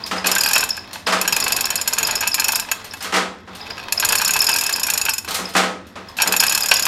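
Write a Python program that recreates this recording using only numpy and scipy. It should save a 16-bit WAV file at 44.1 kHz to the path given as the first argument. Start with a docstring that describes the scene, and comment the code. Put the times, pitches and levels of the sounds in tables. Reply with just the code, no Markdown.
"""A hand chain hoist in a small workshop, with the microphone riding on its rigging.
First the swinging load and chain clank further off, ringing through the room, and slack links clink.
Then come four pulls, with more clanks and clinks between them; the last pull runs to the end.
In each pull the wheel's speed sets the pace: noise bursts through the housing's resonances make the pawl snap at
every tooth and the links knock, gliding tones make them squeak, and random small contacts rattle."""
import sys
import numpy as np
from scipy import signal
from scipy.fft import rfft, irfft
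from scipy.io import wavfile
from scipy.ndimage import uniform_filter1d

SR = 44100
rng = np.random.default_rng(int(sys.argv[2]) if len(sys.argv) > 2 else 0)


def int16_out(signal):
    """Quantize to a 16-bit WAV file."""
    q = np.round(np.clip(np.atleast_2d(signal).T, -1, 1) * 32767)
    wavfile.write(sys.argv[1], SR, q.astype(np.int16))


N = 302967
# time axes in seconds: one blow, and the long tails
HIT_T = np.arange(4096) / SR
LONG_T = np.arange(32768) / SR


def amp(db):
    """Decibels to gain."""
    return 10 ** (np.asarray(db) / 20)


def rms(x):
    """Root mean square."""
    return np.sqrt(np.mean(x ** 2) + 1e-20)


def read(points, hz):
    """Reads a table over frequency, interpolated on a log-frequency axis."""
    f, value = np.transpose(points)
    return np.interp(np.log(hz + 1), np.log(f + 1), value)


def fade(t, t60):
    """Exponential decay by 60 dB in t60 seconds."""
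    return np.exp(-np.log(1000) * t / t60)


def add(mix, s, sound):
    """Lays a sound into the mix at time s."""
    part = mix[max(round(s * SR), 0):][:len(sound)]
    part += sound[:len(part)]


def band(x, lo_hz, hi_hz):
    """Band-pass filter."""
    return signal.sosfilt(signal.butter(4, [lo_hz, hi_hz], "band", fs=SR, output="sos"), x)


def colour(points, tilt_db=0):
    """Minimum-phase impulse response with the given spectrum, tilted about 1 kHz in dB per octave."""
    hz = abs(np.fft.fftfreq(len(HIT_T), 1 / SR))
    octaves = np.log2(np.maximum(hz, 300) / 1000)  # the tilt stops below 300 Hz
    log_gain = np.log(amp(read(points, hz) + tilt_db * octaves))
    spectrum = np.exp(np.conj(signal.hilbert(log_gain)))
    return np.fft.ifft(spectrum).real


def body(points, modes, t, tilt_db=0):
    """Impulse response of a metal part: a broad colour with resonances standing out of it."""
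    ring = np.zeros(len(t))
    for hz, width, db in modes:
        decay = np.exp(-np.pi * width * t)  # a wide resonance dies sooner
        ring += amp(db) * 2 * np.pi * width / SR * decay * np.cos(2 * np.pi * hz * t)
    ring[0] += 1  # the direct blow
    return signal.fftconvolve(ring, colour(points, tilt_db))[:len(t)]


# Low, steady spectrum of the workshop. Each row: frequency in Hz, relative level in dB.
ROOM_TONE_COLOUR = [(20, -19), (50, -5), (75, 6.5), (100, 9.5), (130, -12), (190, 8.5), (320, -1.5),
                    (800, -14.5), (2000, -6), (5000, -113), (10000, -85), (16000, -50)]


def room_tone(level_db=-46):
    """Low, steady rumble of the workshop: noise shaped by a fixed spectrum."""
    gain = amp(read(ROOM_TONE_COLOUR, np.fft.rfftfreq(N, 1 / SR)))
    sound = irfft(rfft(rng.standard_normal(N)) * gain, N)
    return amp(level_db) * sound / rms(sound)


# Reverberation of the workshop. 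Each row: frequency in Hz, decay time t60 in seconds.
WORKSHOP_DECAY = [(150, 0.98), (500, 0.55), (1500, 0.42), (4000, 0.39), (8000, 0.36), (15000, 0.24)]


def room_tail(build=0.0022):
    """Dense reflections of unit energy that build up within milliseconds; the treble dies first."""
    hz, t, z = signal.stft(rng.standard_normal(len(LONG_T)), SR, nperseg=256)
    decay = fade(t, read(WORKSHOP_DECAY, hz)[:, None])
    tail = signal.istft(z * decay, SR, nperseg=256)[1][:len(LONG_T)]
    tail *= 1 - np.exp(-LONG_T / build)
    return tail / np.linalg.norm(tail)


def reverberate(x, count=6, turns_per_s=8):
    """The hoist swings, so its path through the room keeps changing: several tails take turns."""
    turn = np.arange(N) / SR * turns_per_s
    out = np.zeros(N)
    for k in range(count):
        # neighbouring tails cross-fade at equal power
        share = np.sqrt(np.maximum(1 - abs((turn - k) % count - 1), 0))
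        out += signal.fftconvolve(x * share, room_tail())[:N]
    return out


def far_blow(response, t60, direct_db):
    """A body struck some way off: a short crack, then the room; unit level over the first 10 ms."""
    crack, path = rng.standard_normal(len(HIT_T)) * fade(HIT_T, t60), room_tail()
    add(path, 0, amp(direct_db) * crack / np.linalg.norm(crack))
    sound = signal.fftconvolve(path, response)
    return sound / rms(sound[:SR // 100])


# Heavy metal knocks of the load and its chain.
# Each row: time in seconds, relative level in dB, brightness in dB per octave.
LOAD_KNOCKS = [(.112, -21, -1), (.162, -27.5, -0.5), (0.242, -25.5, -2), (0.285, -22.5, 1.5),
               (1.068, -17, 0), (1.123, -16.5, 0), (3.006, -33.5, 2.5), (3.045, -27, 1), (3.124, -21.5, -1),
               (3.14, -18, 0.5), (3.160, -18, 0), (3.475, -38.5, -3.5), (5.277, -28, 0.5),
               (5.344, -22.5, 7), (5.388, -29.5, -3.5), (5.537, -33, 4.5), (5.551, -15, -1.5),
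               (5.565, -15, 1.5), (5.635, -21, -1.5), (5.956, -33.5, -2.5), (6.260, -24, -2)]
# Broad colour of a heavy knock. Each row: frequency in Hz, relative level in dB.
KNOCK_COLOUR = [(25, -57), (70, -41), (130, -32), (200, -9.5), (350, -5.5), (600, -4), (1250, 1.5),
                (2200, -3), (4000, -7.5), (7000, -13), (10000, -20), (15000, -30.5), (16500, -74)]


def clanks():
    """The load's frame is knocked: each blow sends a crash of noise through the room."""
    out = np.zeros(N)
    for s, db, tilt_db in LOAD_KNOCKS:
        add(out, s, amp(db) * far_blow(colour(KNOCK_COLOUR, tilt_db), t60=0.072, direct_db=-7))
    return out


# Low, long modes of the load's frame.
# Each row: frequency in Hz, relative level in dB, decay time t60 in seconds.
FRAME_MODES = [(186, -8.5, 0.54), (255.6, -17.5, 0.29), (437, -10.5, 0.32), (503, -10, 0.55),
               (557, -20, 0.45), (647, -8.5, 0.42), (783, -7, 0.38), (1210, -6, 0.23), (1282, -7.5, 0.5),
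               (1570, -19, 0.31), (1880, -23, 0.37), (2130, -20, 0.39)]


def frame_ring(build=0.014):
    """Every knock feeds energy into the modes of the frame, which swell and ring on."""
    out, t = np.zeros(N), np.arange(N) / SR
    for hz, mode_db, t60 in FRAME_MODES:
        energy = np.zeros(N)
        swell = fade(LONG_T, t60) * (1 - np.exp(-LONG_T / build))
        for s, db, tilt_db in LOAD_KNOCKS:
            knock_db = db + mode_db + tilt_db * np.log2(hz / 1000)
            add(energy, s, (amp(knock_db) * swell) ** 2)
        out += np.sqrt(energy) * np.sin(2 * np.pi * (hz * t + rng.random()))
    return out


# Slack links clink together. Each row: time in seconds, relative level in dB.
LINK_TOUCHES = [(0.062, -28), (.260, -19), (.931, -27), (2.844, -31.5), (2.969, -39), (3.025, -26),
                (3.04, -32), (3.551, -34), (5.285, -24.5), (5.308, -22), (5.344, -22.5), (5.489, -33),
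                (5.868, -44.5), (6.085, -42.5), (6.168, -28), (6.178, -38)]
# Free ringing of a chain link. Each row: frequency in Hz, width in Hz, relative level in dB.
LINK_MODES = [(2870, 36, 1), (4280, 73, 5), (8930, 59, 17), (10700, 170, 10), (11730, 80, 14),
              (12500, 150, -2)]
# Broad colour of a clink. Each row: frequency in Hz, relative level in dB.
TOUCH_COLOUR = [(30, -68), (120, -34), (500, -1.5), (1500, 0.5), (4000, 2.5), (7000, 0), (10000, -12),
                (12000, -6), (15000, -11), (16500, -37)]


def clinks():
    """Light, thin touches of the hanging chain: short cracks that set a free link ringing."""
    out, link = np.zeros(N), body(TOUCH_COLOUR, LINK_MODES, HIT_T)
    for s, db in LINK_TOUCHES:
        add(out, s, amp(db) * far_blow(link, t60=0.1, direct_db=0.5))
    return out


# Four pulls on the hand chain, one list a pull, each starting on a tooth. 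Each row: time in seconds,
# wheel speed in ratchet teeth per second, relative level of the pawl's snap in dB (6.2 to 15.5 kHz).
WHEEL_PULLS = [
    [(.269, 18.5, -14.5), (.42, 40.04, -16), (.444, 37.06, -15), (.534, 45.68, -16.5), (.633, 31.03, -19.5),
     (.652, 18.76, -17), (.767, 10.1, -31)],
    [(1.213, 12.63, -14.5), (1.361, 27, -17.5), (1.66, 21.08, -17), (1.86, 15.28, -16),
     (2.091, 26.02, -16.5), (2.233, 14.55, -16.5), (2.316, 14.16, -15.5), (2.451, 24.52, -16),
     (2.548, 28.3, -16), (2.58, 28.2, -17), (2.594, 12.9, -18.5), (2.715, 4.3, -19.5)],
    [(3.923, 9.25, -14.5), (4.151, 33.88, -15), (4.211, 30.74, -16.5), (4.542, 43.77, -18.5),
     (4.775, 26.87, -20), (4.911, 30.27, -17), (4.94, 24.47, -17), (5.005, 27, -17.5), (5.18, 21.12, -20),
     (5.246, 9.8, -34)],
    [(6.219, 16.79, -13.5), (6.29, 20.05, -13.5), (6.536, 38.48, -16.5), (6.601, 33.63, -18),
     (6.636, 39.03, -18.5), (6.87, 33.1, -18)],
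]


def passing(pull, first, every):
    """Rows (s, speed, snap dB) at which the wheel has turned by first, first + every, ... teeth."""
    s, speed, db = np.transpose(pull)
    t = np.arange(s[0], s[-1], 1 / SR)
    turned = np.cumsum(np.interp(t, s, speed)) / SR
    at = np.interp(np.arange(first, turned[-1] + .2, every), turned, t)
    return np.transpose([at, np.interp(at, s, speed), np.interp(at, s, db)])


# How hard the hand hauls, one list a pull; a jerk shakes the chain, easing off lets it run quietly.
# Each row: time in seconds, force in dB.
HAUL_FORCE = [
    [(.27, -2.5), (.55, -0.5), (.64, 1), (.69, -7.5), (.77, -8)],
    [(1.21, 0.5), (1.35, 3.5), (1.9, 0.5), (2.1, 3.5), (2.32, -4.5), (2.45, 0), (2.6, 0), (2.72, -6)],
    [(3.92, -7.5), (4.1, 5), (4.27, -0.5), (4.55, -2.5), (4.72, -3), (5.08, -3), (5.18, -22)],
    [(6.22, 1.5), (6.45, 1.5), (6.65, -3), (6.87, -4)],
]
BRISK_TEETH_PER_S = 30  # the wheel's speed in a brisk pull


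def chain_db(law, s, speed):
    """The faster the chain runs and the harder it is hauled, the harder its links meet."""
    brisk_db, per_octave, follows = law
    force_db = np.interp(s, *np.vstack(HAUL_FORCE).T)
    return brisk_db + per_octave * np.log2(speed / BRISK_TEETH_PER_S) + follows * force_db


# How far into each pull the first link bends onto the wheel. One value a pull: turn in teeth.
FIRST_BEND_TEETH = [1.35, 2.05, .66, 1.3]
TEETH_PER_LINK = 2.571  # the ratchet turns this far while one link of the chain passes


def chain_events(lag, every, law, jitter_s, spread_db):
    """Rows (s, dB) of something that recurs as the chain feeds over the wheel, never quite evenly."""
    starts = zip(WHEEL_PULLS, FIRST_BEND_TEETH)
    rows = [passing(pull, (first + lag) % every, every) for pull, first in starts]
    s, speed, _ = np.vstack(rows).T
    late, hard = rng.standard_normal((2, len(s)))
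    return np.transpose([s + jitter_s * late, chain_db(law, s, speed) + spread_db * hard])


# The slack chain sways and rustles. Each row: start in seconds, length in seconds, relative level in dB.
CHAIN_SWAYS = [(-.1, 0.24, -31), (0.596, 0.49, -38), (2.547, 0.54, -37.5), (3.45, 0.77, -31.5),
               (5.227, 0.34, -31), (5.95, 0.43, -42)]
# Loudness of the rattle. The row: relative level in dB at brisk speed, rise in dB per doubling of speed,
# share of the hauling force that it follows [ratio].
RUNNING_RATTLE = (-27.5, 2.1, 1)


def chain_motion(rest_db=-47):
    """Strength of the rattle: running follows wheel speed and haul, swaying swells and sinks above a floor."""
    t = np.arange(N) / SR
    running, swaying = np.zeros(N), np.full(N, amp(rest_db))
    for pull in WHEEL_PULLS:
        s, speed, _ = np.transpose(pull)
        hauled = (s[0] < t) * (t < s[-1])
        running += hauled * amp(chain_db(RUNNING_RATTLE, t, np.interp(t, s, speed)))
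    for s, length, db in CHAIN_SWAYS:
        swaying += amp(db) * abs(np.sin(np.pi * np.clip((t - s) / length, 0, 1)))
    return uniform_filter1d(running, size=2048), swaying


def contacts(per_s, spread_db):
    """A random train of small impacts of uneven size and either sign."""
    size = amp(spread_db * np.minimum(rng.exponential(1, N), 2.5))
    return (rng.random(N) < per_s / SR) * rng.choice([-1, 1], N) * size


# Broad colour of the rattle heard through the room. Each row: frequency in Hz, relative level in dB.
RATTLE_SPECTRUM = [(60, -7.5), (200, -5.5), (400, -2), (1000, 3), (1700, -5.5), (2100, -1.5), (2700, -16),
                   (3400, -2), (5000, -9), (8000, -26), (11500, -29.5), (15000, -28), (16500, -24)]
# Broad colour of link blows and guide ticks. Each row: frequency in Hz, relative level in dB.
LINK_SPECTRUM = [(100, -20.5), (450, -9.5), (900, 4.5), (1500, 1.5), (2100, -2.5), (3000, -0.5), (4000, -5),
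                 (6000, -11.5), (8500, -20.5), (11500, -19.5), (16000, -44)]
# Resonances of the hoist housing and wheel. Each row: frequency in Hz, width in Hz, relative level in dB.
HOIST_MODES = [(897, 54, 5), (1038, 23, 4.5), (1629, 66, 14.5), (1716, 29, 6), (2423, 77, 4.5),
               (2536, 83, 15.5), (2608, 15.6, 21), (3097, 27, 5.5), (4294, 140, 9), (4607, 38, 10),
               (5140, 41, 15), (5553, 24.5, 19.5), (6600, 98, -12), (6830, 54, 12), (7210, 83, 4),
               (9420, 200, -1), (11350, 55, 11), (11400, 160, -4), (13160, 41, 11), (14100, 76, 5)]


def rattle(air_db=-6, guide_db=-6, slack_guide_db=-5):
    """Small contacts: some blurred through the room, some tick on the chain guide, less so when it hangs slack."""
    touches = signal.fftconvolve(contacts(per_s=360, spread_db=5.5), colour(RATTLE_SPECTRUM))[:N]
    air = amp(-9.5) * touches + reverberate(touches)
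    slip_level = signal.fftconvolve(contacts(per_s=300, spread_db=8.5), fade(HIT_T, 0.017))[:N]
    slips = slip_level * rng.standard_normal(N)
    guide = signal.fftconvolve(slips, body(LINK_SPECTRUM, HOIST_MODES, HIT_T, tilt_db=2.5))[:N]
    running, swaying = chain_motion()
    air_level = np.hypot(running, swaying) * amp(air_db)
    guide_level = np.hypot(running, amp(slack_guide_db) * swaying) * amp(guide_db)
    return air_level * air / rms(air) + guide_level * guide / rms(guide)


def housing(points, scatter, count=16):
    """Responses of the hoist; its resonances shift a little as the chain's hold on the wheel changes."""
    hz, width, db = np.transpose(HOIST_MODES)
    shifts = scatter * width * rng.standard_normal((count, len(HOIST_MODES)))
    return np.array([body(points, zip(hz + shift, width, db), HIT_T) for shift in shifts])


def blows(count, rise, snap_db, hold, after_db, after_t60, alike):
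    """Steel snaps on steel, chatters for some milliseconds and dies away; part of the pattern repeats."""
    chatter = rng.standard_normal((count + 1, len(HIT_T)))
    # row 0 is the part that all blows share
    chatter = np.sqrt(alike) * chatter[0] + np.sqrt(1 - alike) * chatter[1:]
    snap = amp(snap_db) * np.exp(-(HIT_T / .0016) ** 2)
    envelope = snap + np.exp(-(HIT_T / hold) ** 2) + amp(after_db) * fade(HIT_T, after_t60)
    return chatter * (1 - np.exp(-HIT_T / rise)) * envelope


def strike(rows, force, points, lo_hz, hi_hz, scatter, air_db):
    """Each blow rings the housing (levelled in a band over 10 ms) and sends a plainer crack into the room."""
    responses = housing(points, scatter)
    chosen = responses[rng.integers(0, len(responses), len(rows))]
    rings = signal.fftconvolve(force, chosen, axes=1)
    cracks = signal.fftconvolve(force, colour(points)[None], axes=1)
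    heads = band(rings[:, :SR // 100], lo_hz, hi_hz)
    near, air = np.zeros((2, N))
    for (s, db), ring, crack, head in zip(rows, rings, cracks, heads):
        gain = amp(db) / rms(head)
        add(near, s, gain * ring)
        add(air, s, gain * crack)
    return near + amp(air_db) * reverberate(air + near / 3)


# Further link knocks, set one by one: the hardest within the pulls and some between them. Each row: time in
# seconds, relative level in dB (750 to 2900 Hz).
EXTRA_KNOCKS = [(.244, -21.5), (.259, -22.5), (.362, -18.5), (.387, -25.5), (.459, -19.5), (.51, -23),
                (.553, -21.5), (.775, -29), (.956, -31), (1.277, -22.5), (1.325, -23), (1.466, -20.5),
                (1.704, -24.5), (1.978, -29), (2.225, -23), (2.234, -21), (2.269, -23), (2.389, -23),
                (2.42, -24), (2.687, -31), (2.715, -20), (2.937, -31), (3.704, -32), (3.779, -31.5),
                (3.883, -30.5), (4.025, -20), (4.198, -26), (4.357, -21), (4.487, -19.5), (4.55, -26),
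                (4.884, -24), (5.062, -23), (5.084, -19), (5.246, -35), (6.186, -20), (6.2, -21),
                (6.208, -19.5), (6.233, -21), (6.338, -19.5), (6.425, -18.5), (6.435, -18.5), (6.526, -23.5),
                (6.713, -22.5)]
# Loudness of a link dropping into its pocket. The row: relative level in dB at brisk speed,
# rise in dB per doubling of speed, share of the hauling force that it follows [ratio].
POCKET_KNOCK = (-25, 3.8, 0.34)
# Loudness of neighbouring links bumping. The row: relative level in dB at brisk speed,
# rise in dB per doubling of speed, share of the hauling force that it follows [ratio].
LINK_BUMP = (-29, 2.8, 1)
SEAT_LAG_TEETH = 1.05  # a link drops into its pocket this long after it bends
JOSTLE_EVERY_TEETH = 1.3  # neighbouring links bump one another about this often


def links(air_db=-7):
    """Links seat, jostle and knock: softer, duller blows that bring out the housing's low resonances."""
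    seats = chain_events(SEAT_LAG_TEETH, TEETH_PER_LINK, POCKET_KNOCK, jitter_s=.003, spread_db=5.5)
    jostles = chain_events(0, JOSTLE_EVERY_TEETH, LINK_BUMP, jitter_s=.012, spread_db=0.0)
    rows = [*EXTRA_KNOCKS, *seats, *jostles]
    force = blows(count=len(rows), rise=0.0007, snap_db=0.5, hold=0.0073,
                  after_db=-6.5, after_t60=.07, alike=0.068)
    return strike(rows, force, LINK_SPECTRUM, 750, 2900, scatter=.35, air_db=air_db)


# Further squeaks of links, set one by one: louder ones within the pulls and strays between them. Each row: time
# in seconds, relative level in dB.
EXTRA_SQUEAKS = [(.038, -18), (.182, -21.5), (.075, -28), (.318, -16), (.448, -15), (.547, -12), (.791, -29),
                 (1.064, -23), (1.11, -22), (1.188, -27), (2.167, -18), (2.331, -17), (2.91, -28),
                 (3.007, -29), (3.612, -28.5), (3.707, -22), (3.978, -16), (4.424, -14.5), (5.108, -16.5),
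                 (5.455, -22), (6.086, -32.5)]
# Loudness of a link's squeak as it bends. The row: relative level in dB at brisk speed,
# rise in dB per doubling of speed, share of the hauling force that it follows [ratio].
BEND_SQUEAK = (-15, 3.5, .3)
SQUEAK_HZ, SQUEAK_SPREAD_HZ = 5107, 89  # pitch of a link's squeak


def squeaks(glide_hz_per_s=25000, waver=0.022, ring_db=-23, ring_t60=0.06):
    """A bending link slips on its neighbour: it sings for a few milliseconds, rising slightly, and grips again."""
    out = np.zeros(N)
    bends = chain_events(0, TEETH_PER_LINK, BEND_SQUEAK, jitter_s=.0015, spread_db=4.5)
    for s, db in [*EXTRA_SQUEAKS, *bends]:
        hz = SQUEAK_HZ + SQUEAK_SPREAD_HZ * rng.standard_normal()
        length = rng.uniform(.003, .0052)
        u = HIT_T / length
        drift = uniform_filter1d(rng.standard_normal(len(u)), size=40)
        glide = glide_hz_per_s * (np.minimum(HIT_T, 2 * length) - length / 2)
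        pitch = hz + glide + hz * waver * drift / rms(drift)
        ring = amp(ring_db) * np.minimum(u, 1) * fade(HIT_T, ring_t60)
        swell = np.sqrt(u) * np.exp(-u ** 2) + ring
        tone = np.sin(2 * np.pi * np.cumsum(pitch) / SR)
        add(out, s, amp(db) * np.sqrt(2) * swell / swell.max() * tone)
    return out


# The wheel rocks between pulls and the pawl ticks.
# Each row: time in seconds, relative level in dB (6.2 to 15.5 kHz).
ROCKING_TICKS = [(2.9354, -32.5), (3.701, -42), (6.18, -37)]
# Broad colour of the pawl's blow. Each row: frequency in Hz, relative level in dB.
PAWL_SPECTRUM = [(100, -15.5), (400, -27.5), (900, -5), (2000, -8), (3500, -1), (4800, -1.5), (6100, 0),
                 (6900, 7), (8400, -0.5), (10000, 2.5), (11500, 2), (13200, 0), (15200, -9), (16500, -40)]
PAWL_SNAP_DB = 1  # the pawl's first contact, relative to the chatter that it is added to


def pawl(air_db=-12, spread_db=1.52):
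    """The pawl drops behind every tooth: hard, bright snaps carried straight through the housing."""
    s, _, db = np.vstack([passing(pull, 0, 1) for pull in WHEEL_PULLS]).T
    snap_db = db + spread_db * rng.standard_normal(len(s))
    rows = [*zip(s, snap_db), *ROCKING_TICKS]
    force = blows(count=len(rows), rise=0.00073, snap_db=PAWL_SNAP_DB, hold=.0075,
                  after_db=-3.5, after_t60=0.068, alike=0.17)
    return strike(rows, force, PAWL_SPECTRUM, 6200, 15500, scatter=0.66, air_db=air_db)


def scene():
    """The background, the further clanks and clinks, and the near hoist."""
    load = amp(0.67) * clanks() + frame_ring()
    slack = amp(-2.0) * clinks()
    squeak = amp(-1.0) * squeaks()
    squeak_in_room = amp(-6.5) * reverberate(squeak)
    hoist = amp(-1.72) * pawl() + amp(0.88) * links() + squeak + squeak_in_room
    return (room_tone() + load + slack + rattle() + hoist)[None]


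def record(dry, ceiling=.85, edge_hz=16300):
    """The highest peaks are rounded off; then a low-pass sets the band limit."""
    rounded = dry / (1 + (abs(dry) / ceiling) ** 6) ** (1 / 6)
    low_pass = signal.firwin(255, edge_hz, window=("kaiser", 8), fs=SR)
    return signal.oaconvolve(rounded, low_pass[None], "same")


dry = scene()
out = record(dry)
int16_out(out)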